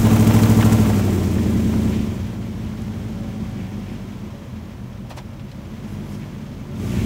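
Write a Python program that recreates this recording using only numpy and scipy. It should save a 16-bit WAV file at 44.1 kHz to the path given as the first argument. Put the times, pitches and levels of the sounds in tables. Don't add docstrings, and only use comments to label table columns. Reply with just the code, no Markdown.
import sys
import numpy as np
from scipy import signal
from scipy.fft import rfft, irfft
from scipy.io import wavfile
from scipy.ndimage import uniform_filter1d

SR = 44100
rng = np.random.default_rng(int(sys.argv[2]) if len(sys.argv) > 2 else 0)


def inscribe(sig):
    pcm = np.round(np.clip(np.atleast_2d(sig).T, -1, 1) * 32767)
    wavfile.write(sys.argv[1], SR, pcm.astype(np.int16))


N = 310905
TIME = np.arange(N) / SR


def gain_of(db):
    return 10 ** (np.asarray(db) / 20)


def evened(x):
    return x / np.sqrt(np.mean(x ** 2) + 1e-20)


def steadied(x, size=SR // 3):
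    return x / np.sqrt(uniform_filter1d(uniform_filter1d(x ** 2, size), size // 2) + 1e-20)


def curve(points):
    return np.interp(TIME, *np.transpose(points))


def add(mix, start_s, sound):
    part = mix[max(round(start_s * SR), 0):][:len(sound)]
    part += sound[:len(part)]


def colour(x, points, size=16384):
    hz, db = np.transpose(points)
    bin_hz = abs(np.fft.fftfreq(size, 1 / SR))
    log_gain = np.log(gain_of(np.interp(np.log(bin_hz + 1), np.log(hz), db)))
    taps = np.fft.ifft(np.exp(np.conj(signal.hilbert(log_gain)))).real[:size // 2]
    return signal.oaconvolve(x, taps)[:len(x)]


def band(x, hz, q):
    return signal.lfilter(*signal.iirpeak(min(hz, SR / 4), max(q, .6), SR), x)


def lift(x, hz, q, db):
    return (gain_of(db) - 1) * band(x, hz, q)


def drift(hz):
    rolloff = np.exp(-(np.fft.rfftfreq(N, 1 / SR) / hz) ** 2)
    return evened(irfft(rfft(rng.standard_normal(N)) * rolloff, N))


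def grains(per_s, spread_db):
    size = gain_of(spread_db * np.minimum(rng.exponential(1, N), 4))
    return evened(size * rng.choice([-1, 1], N) * (rng.random(N) < per_s / SR))


def loudness(rpm, throttle, db, doubling_db, throttle_db):
    return gain_of(db + doubling_db * np.log2(rpm / 1000) + throttle_db * throttle)


def firings(cycles, rpm, idle_rpm=800, uneven_db=.8, jitter_ms=.12):
    # pulse strength in dB when idling, coasting and pulling,
    # then extra travel down the exhaust in ms.
    cylinders = [(2.5, 9, -14, 1.16), (-5.5, -16, 4, 0.11), (2, 12, 4.5, 2.87), (-3.2, -7, -0.5, 2.74),
                 (2, -0.5, 9, 1.26), (1.9, 8.5, 0.8, 2.72), (1.3, 0.5, 5.5, 0.85), (1.7, 4.2, 2, 1.14)]
    state_rpm = (770, 1220, 1615)
    count = np.floor(cycles * len(cylinders)).astype(int)
    at = np.flatnonzero(np.diff(count)) + 1
    fired = np.array(cylinders)[count[at] % len(cylinders)]
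    db = np.array([np.interp(speed, state_rpm, row[:-1]) for speed, row in zip(rpm[at], fired)])
    strength, timing = rng.standard_normal((len(at), 2)).T * (idle_rpm / rpm[at]) ** 2
    late = np.round((fired[:, -1] + jitter_ms * timing) * SR / 1000).astype(int)
    return np.bincount(np.clip(at + late, 0, N), gain_of(db + uneven_db * strength), N + 1)[:N]


def exhaust(pulses, rpm, throttle, cycles, rumble_db=-21.5, split_hz=155):
    rumble = gain_of(rumble_db) * (1000 / rpm) ** 6.9 * rng.standard_normal(N)
    gas = steadied(burble(steadied(pulses), rpm, cycles) + rumble)
    lead_in = np.tile(gas[cycles < cycles[0] + 1], 4)
    sound = pipe(np.concatenate([lead_in, gas]))[-N:]
    low = signal.sosfiltfilt(signal.butter(4, split_hz, fs=SR, output="sos"), sound)
    boom = steadied(low * chug(cycles, rpm, depth_db=2.5, peak_phase=1.0))
    bark = steadied((sound - low) * chug(cycles, rpm, depth_db=2.0, peak_phase=0.86))
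    boom *= loudness(rpm, throttle, db=-27.5, doubling_db=14, throttle_db=6)
    bark *= loudness(rpm, throttle, db=-28, doubling_db=13.6, throttle_db=5.1)
    note = speed_eq(boom + bark, rpm, cycles)
    return intake(beats(note, rpm, cycles), throttle)


def pipe(gas, damping_hz=400):
    # pitch in Hz, width in Hz, relative gain in dB, polarity.
    ringing_bands = [(47.6, 13, -9.5, 1), (67.2, 2, 1.5, -1), (93.5, 21.6, 14.5, -1),
                     (97.86, 48.7, 12.5, 1), (108.2, 5.1, 1.5, 1), (124.2, 21.8, 9, -1),
                     (143, 4.7, -6.5, -1), (182.7, 9.9, 2.5, 1), (194.7, 2.5, 1.5, 1), (213.6, 4.1, -3, -1),
                     (223.4, 12.5, 4, -1), (254.2, 35.7, -3, -1), (317.4, 13.2, -5, 1), (355.4, 24, -7, -1),
                     (434.5, 22.5, -11.5, 1)]
    # frequency in Hz, gain in dB.
    tailpipe_eq = [(25, -20), (38, 7.5), (60, 2.5), (200, -1), (400, -1), (520, -8), (800, -14),
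                   (2500, -32)]
    ringing = sum(np.sign(sign) * gain_of(db) * band(gas, hz, hz / width)
                  for hz, width, db, sign in ringing_bands)
    packing = signal.butter(1, damping_hz, fs=SR)
    dulled = signal.lfilter(*packing, signal.lfilter(*packing, ringing))
    return colour(dulled, tailpipe_eq)


def chug(cycles, rpm, depth_db, peak_phase):
    swing = np.tanh(np.cos(2 * np.pi * (cycles - peak_phase)))
    return gain_of(depth_db * (rpm / rpm.max()) ** 5 * swing)


def speed_eq(sound, rpm, cycles):
    # centre and span in rpm, pitch and width in Hz, lift in dB,
    # once-a-cycle throb in dB, place of its peak in cycles.
    eq_bands = [(1580, 200, 333, 47, -2, -4, .7), (1185, 180, 223, 9.8, 3, 0, .7),
                (1110, 230, 366, 15.5, 6.5, 0.5, .7), (930, 34, 91, 55, -6, -1, .7),
                (593, 56, 42, 35.7, 3.5, 0, .7), (1086, 54, 240, 70, 4, 3, .7),
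                (950, 51, 290, 150, -2, 1, .7), (694, 44, 73, 61, -5, -3, .7),
                (1230, 70, 122, 12, 4, 1, .7), (1365, 43, 370, 33, 10, -3.5, .7),
                (1337, 55, 228, 95, -7, -3, .7), (1190, 145, 220, 36.6, 2, 0, 0.59),
                (1170, 310, 353, 200, 4.5, 1.5, .7), (910, 180, 88, 12, 5.5, 6, 0.59),
                (758, 63, 174, 57, 4, 1.5, .47), (720, 210, 355, 35, 1.5, 4.5, 0.41),
                (600, 25, 130, 27, 0.5, 2.5, 0.67)]
    out = sound.copy()
    for centre, span, hz, width, db, throb_db, peak_phase in eq_bands:
        nearness = np.exp(-((rpm - centre) / span) ** 2)
        throb = np.cos(2 * np.pi * (cycles - peak_phase))
        out += lift(sound, hz, hz / width, (db + throb_db * throb) * nearness)
    return out


def beats(sound, rpm, cycles):
    # centre and span in rpm, pitch and width in Hz, lift in dB, place and length in cycles.
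    accents = [(1540, 140, 195, 120, 3.5, 0.716, 0.052), (1600, 130, 290, 130, -0.5, 0.99, .08),
               (1580, 140, 79, 55, -2.5, 0.84, .12), (1570, 180, 415, 160, 3, 1, 0.11),
               (1240, 160, 180, 100.6, 7.5, 0.25, 0.076), (1190, 90, 292, 90, 3, 0.47, 0.051),
               (760, 28, 205, 88, 8, 0.4604, 0.05), (795, 21, 169, 80, 2.5, 0.69, .12),
               (680, 76, 205, 110, 3.5, 0.47, 0.078)]
    out = sound.copy()
    for centre, span, hz, width, db, place, length in accents:
        offset = (cycles - place + .5) % 1 - .5
        nearness = np.exp(-(offset / length) ** 2 - ((rpm - centre) / span) ** 2)
        out += lift(sound, hz, hz / width, db * nearness)
    return out


def intake(sound, throttle):
    return sound + lift(sound, hz=345, q=3.6, db=12 * throttle ** 4)


def growl(cycles, rpm, size=4096):
    # pitch in Hz, width in Hz, relative level in dB.
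    bay_modes = [(316.9, 32, 6.5), (424, 24, 3), (466.6, 12, 4.5), (541, 32, -1.5), (602, 43, -2),
                 (692, 26, -7), (757, 15, -2.5), (892, 69, -10.5), (1021, 74, -9.5), (1172, 54, -12.5),
                 (1344, 75, -17)]
    pattern = irfft(np.exp(2j * np.pi * rng.random(size // 32)), size)
    buzz = np.interp(cycles % 1, np.arange(size) / size, pattern)
    voiced = sum(gain_of(db) * band(band(buzz, hz, hz / width), hz, hz / width)
                 for hz, width, db in bay_modes)
    return steadied(voiced * chug(cycles, rpm, depth_db=3.0, peak_phase=0.88))


def clatter(pulses, rpm, ring_s=0.016, grit_db=-8, size=2048):
    # frequency in Hz, relative level in dB.
    clatter_eq = [(200, -25.5), (400, -3.5), (570, 0.5), (720, -5.5), (1000, -4), (1400, -12),
                  (2200, -16.5), (4000, -30), (9000, -77)]
    block_ring = rng.standard_normal(size) * np.exp(-np.arange(size) / (ring_s * SR))
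    knock = rpm / rpm.max() * steadied(signal.oaconvolve(pulses, block_ring)[:N])
    churn = 1.03 * rng.standard_normal(N)
    grit = gain_of(grit_db) * grains(per_s=360, spread_db=4.0)
    return steadied(colour(knock + churn + grit, clatter_eq))


def rush(flutter_db=1.1, drops_db=-6):
    # frequency in Hz, relative level in dB.
    rush_eq = [(700, -16.5), (1500, 3.5), (2300, 3.5), (3200, 2), (4400, -3), (6300, -4), (7600, -14.5),
               (9000, -20), (15000, -16.5)]
    air = rng.standard_normal(N) * gain_of(flutter_db * drift(hz=44))
    drops = gain_of(drops_db) * grains(per_s=1600, spread_db=0.5)
    return evened(colour(air + drops, rush_eq))


def spray(cycles, rpm, spurt_db=5.0, flutter_db=1.4, drops_db=1, clump_db=2.0):
    # frequency in Hz, relative level in dB.
    spray_eq = [(2000, -10), (4500, 0.5), (6500, 8), (8000, 6.5), (9500, 2.5), (12000, 1), (15500, 2.5)]
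    open_phase, rise_cycles, fall_cycles = 0.686, 0.045, 0.47
    effort = (rpm / rpm.max()) ** 4
    since = (cycles - open_phase) % 1
    spurt = np.minimum(since / rise_cycles, 1) * np.exp(-(since / fall_cycles) ** 2)
    surge = gain_of(effort * (spurt_db * spurt + flutter_db * drift(hz=73)))
    grit = gain_of(drops_db + clump_db * effort * drift(hz=26)) * grains(per_s=1900, spread_db=1.5)
    return steadied(colour(surge * (rng.standard_normal(N) + grit), spray_eq))


def spatter(slap_s=0.005, size=1024):
    # frequency in Hz, relative level in dB.
    spatter_eq = [(300, 2), (650, 1.5), (900, 4), (1500, -4.5), (3500, -15), (7500, -28.5), (15000, -15)]
    hits = abs(grains(per_s=380, spread_db=-2.0))
    bursts = signal.oaconvolve(hits, np.exp(-np.arange(size) / (slap_s * SR)))[:N]
    return evened(colour(bursts * rng.standard_normal(N), spatter_eq))


def hollows(sound):
    # pitch in Hz, width in Hz, lift in dB.
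    cavity_modes = [(712, 8.3, 2), (1360, 10, 7), (2020, 10, 5), (2270, 35, 2.5), (3230, 57, 3.5),
                    (5380, 13, 6.5), (7000, 90, 1), (7450, 44, 6.5), (8420, 110, 2.5)]
    for hz, width, db in cavity_modes:
        sound = sound + lift(sound, hz, hz / width, db)
    return sound


def splats(thud_db=-4, size=4096):
    # start in seconds, peak level in dB, pitch in Hz, decay in seconds.
    lumps = [(.158, -31, 480, .008), (.308, -19, 2000, 0.0045), (.322, -24, 2600, .003),
             (.364, -21, 1800, 0.0038), (0.434, -17.5, 3000, 0.0044), (0.457, -21, 1800, .003),
             (.609, -17, 1850, 0.0069), (0.626, -14, 1220, 0.0065), (0.723, -17.5, 1360, 0.0027),
             (.848, -29, 1700, 0.0041), (0.899, -16, 550, 0.0068), (0.934, -23, 1500, 0.0027),
             (.994, -24, 1110, 0.0048), (1.079, -20.5, 596, 0.0059), (1.355, -29, 1800, 0.0031),
             (1.383, -26, 1090, .005), (1.737, -23, 897, 0.0049), (2.819, -37, 6950, 0.0051),
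             (5.396, -35, 1997, 0.0071), (5.515, -37.5, 3600, 0.008)]
    out, t = np.zeros(N), np.arange(size) / SR
    for start, db, hz, decay in lumps:
        burst = rng.standard_normal(size) * np.exp(-t / decay)
        thud = gain_of(thud_db) * band(burst, hz / 2, q=1)
        slap = band(band(burst, hz, q=1) + thud, hz, q=1)
        add(out, start, gain_of(db) * slap / abs(slap).max())
    return out


def squelches():
    # middle and length in seconds, level in dB, pitch in Hz (capped at SR / 4).
    squeezes = [(1.95, 0.11, -44, 2180), (1.97, 0.15, -45.5, 2680), (3.634, 0.14, -49.5, 2230),
                (3.91, 0.22, -51, 2413), (5.919, 0.11, -59, 10480), (6.117, 0.16, -59, 11000),
                (6.138, 0.077, -52, 5450), (6.235, 0.038, -47.5, 2188), (6.984, 0.2, -40.5, 2320),
                (6.957, 0.25, -51, 6150), (6.952, 0.28, -56, 12500)]
    out = np.zeros(N)
    for middle, length, db, hz in squeezes:
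        droplets = grains(per_s=2000, spread_db=0.0)
        fizz = evened(band(band(droplets, hz, q=2.6), hz, q=0.6))
        out += gain_of(db) * fizz * np.exp(-(2 * (TIME - middle) / length) ** 2)
    return out


def fan(level_db=-41, waver_db=3.5, fade_s=0.1):
    # time in seconds, blade rate in Hz.
    blade_rate = [(2.5, 123), (3.6, 125), (4.9, 126), (5.3, 129), (5.65, 143), (6.3, 146), (6.9, 138)]
    start, end = blade_rate[0][0], blade_rate[-1][0]
    running = np.clip(np.minimum(TIME - start, end - TIME) / fade_s, 0, 1)
    tone = evened(np.sin(2 * np.pi * np.cumsum(curve(blade_rate)) / SR))
    return running * gain_of(level_db + waver_db * drift(hz=45)) * tone


def whines():
    # middle and length in seconds, pitch in Hz, glide in Hz per second, level in dB.
    notes = [(3.28, 0.41, 559.7, -67, -47), (3.36, 1.6, 764, -43.5, -54.5), (3.93, 0.2197, 5180, 0, -65),
             (4.384, 0.21, 566.5, -47, -49), (5.548, 0.53, 556.8, -6, -57), (6.722, 0.13, 574, 0, -47.5),
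             (6.895, 0.21, 1180, -60, -49)]
    out = np.zeros(N)
    for middle, length, hz, glide, db in notes:
        t = np.arange(-length / 2, length / 2, 1 / SR)
        tone = evened(np.sin(2 * np.pi * (hz + glide * t / 2) * t))
        add(out, middle - length / 2, gain_of(db) * np.cos(np.pi * t / length) * tone)
    return out


def burble(gas, rpm, cycles, below_rpm=750, span_rpm=100, lope_db=2.0, peak_phase=0.49):
    idle = np.clip((below_rpm - rpm) / span_rpm, 0, 1)
    angle = 2 * np.pi * (cycles - peak_phase)
    smeared = np.sqrt(1 - idle) * gas + np.sqrt(idle) * muffler(gas)
    return smeared * gain_of(idle * lope_db * (np.cos(angle) + 0.76 * np.cos(2 * angle)))


def muffler(gas, chambers_hz=(85, 125, 170)):
    for hz in chambers_hz:
        gas = gas - 2 * band(gas, hz, q=7.9)
    return gas


def squirts(rise_s=0.0029, fall_s=0.013, lead_s=0.0044, mist_hz=6500):
    # start in seconds, hold in seconds, level in dB.
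    jets = [(5.102, 0.013, -36), (5.172, 0.013, -34)]
    # frequency in Hz, relative level in dB.
    water_eq = [(250, -15), (500, 8.5), (850, 10.5), (1400, 0.5), (3500, -4), (6000, -8.5), (9000, -16),
                (15000, -21)]
    water = evened(colour(rng.standard_normal(N), water_eq))
    mist = signal.sosfiltfilt(signal.butter(2, mist_hz, "high", fs=SR, output="sos"), water)
    out = np.zeros(N)
    for start, hold, db in jets:
        for sound, onset in (mist, start - lead_s), (water - mist, start + rise_s):
            fade = np.maximum((onset - TIME) / rise_s, (TIME - onset - hold) / fall_s)
            out += gain_of(db) * sound * np.exp(-np.maximum(fade, 0))
    return out


def scene(start_phase=.14, hiss_db=-62.5):
    # time in seconds, crankshaft speed in rpm.
    engine_speed = [(0, 1574), (.14, 1582), (.37, 1604), (.54, 1594), (.71, 1595), (.89, 1495),
                    (1.14, 1359), (1.49, 1228), (1.86, 1195), (2.09, 997.4), (2.34, 813), (2.54, 783.3),
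                    (3.01, 794.2), (3.49, 760), (3.94, 726.6), (4.39, 645), (4.84, 600), (5.44, 559),
                    (5.94, 725), (6.09, 726), (6.39, 665.8), (6.73, 647.2), (6.85, 860), (7.05, 1046)]
    # time in seconds, throttle from 0 to 1.
    pedal = [(0, 0.34), (.3, 0.41), (.68, 0.37), (1.05, 0.06), (1.5, 0), (6.72, 0), (6.81, 0.89),
             (7.05, 0.33)]
    rpm, throttle = curve(engine_speed), curve(pedal)
    cycles = start_phase + np.cumsum(rpm / 60 / 2) / SR
    pulses = firings(cycles, rpm)
    noises = clatter(pulses, rpm) * loudness(rpm, throttle, db=-42, doubling_db=7.36, throttle_db=0.9)
    noises += rush() * loudness(rpm, throttle, db=-45.5, doubling_db=11.05, throttle_db=3.4)
    noises += spray(cycles, rpm) * loudness(rpm, throttle, db=-50.5, doubling_db=19.2, throttle_db=7.5)
    noises += spatter() * loudness(rpm, throttle, db=-55, doubling_db=31.5, throttle_db=11)
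    engine = exhaust(pulses, rpm, throttle, cycles)
    engine += growl(cycles, rpm) * loudness(rpm, throttle, db=-41.5, doubling_db=19.3, throttle_db=5.2)
    hiss = gain_of(hiss_db) * rng.standard_normal(N)
    hums = fan() + whines()
    mud = splats() + squelches() + squirts()
    return (engine + hollows(noises) + mud + hums + hiss)[None]


def record(dry, low_cut_hz=32, high_cut_hz=15780):
    thin = signal.sosfiltfilt(signal.butter(4, low_cut_hz, "high", fs=SR, output="sos"), dry)
    lowpass = signal.firwin(1023, high_cut_hz, window=("kaiser", 9), fs=SR)
    return signal.oaconvolve(thin, lowpass[None], "same")


dry = scene()
out = record(dry)
inscribe(out)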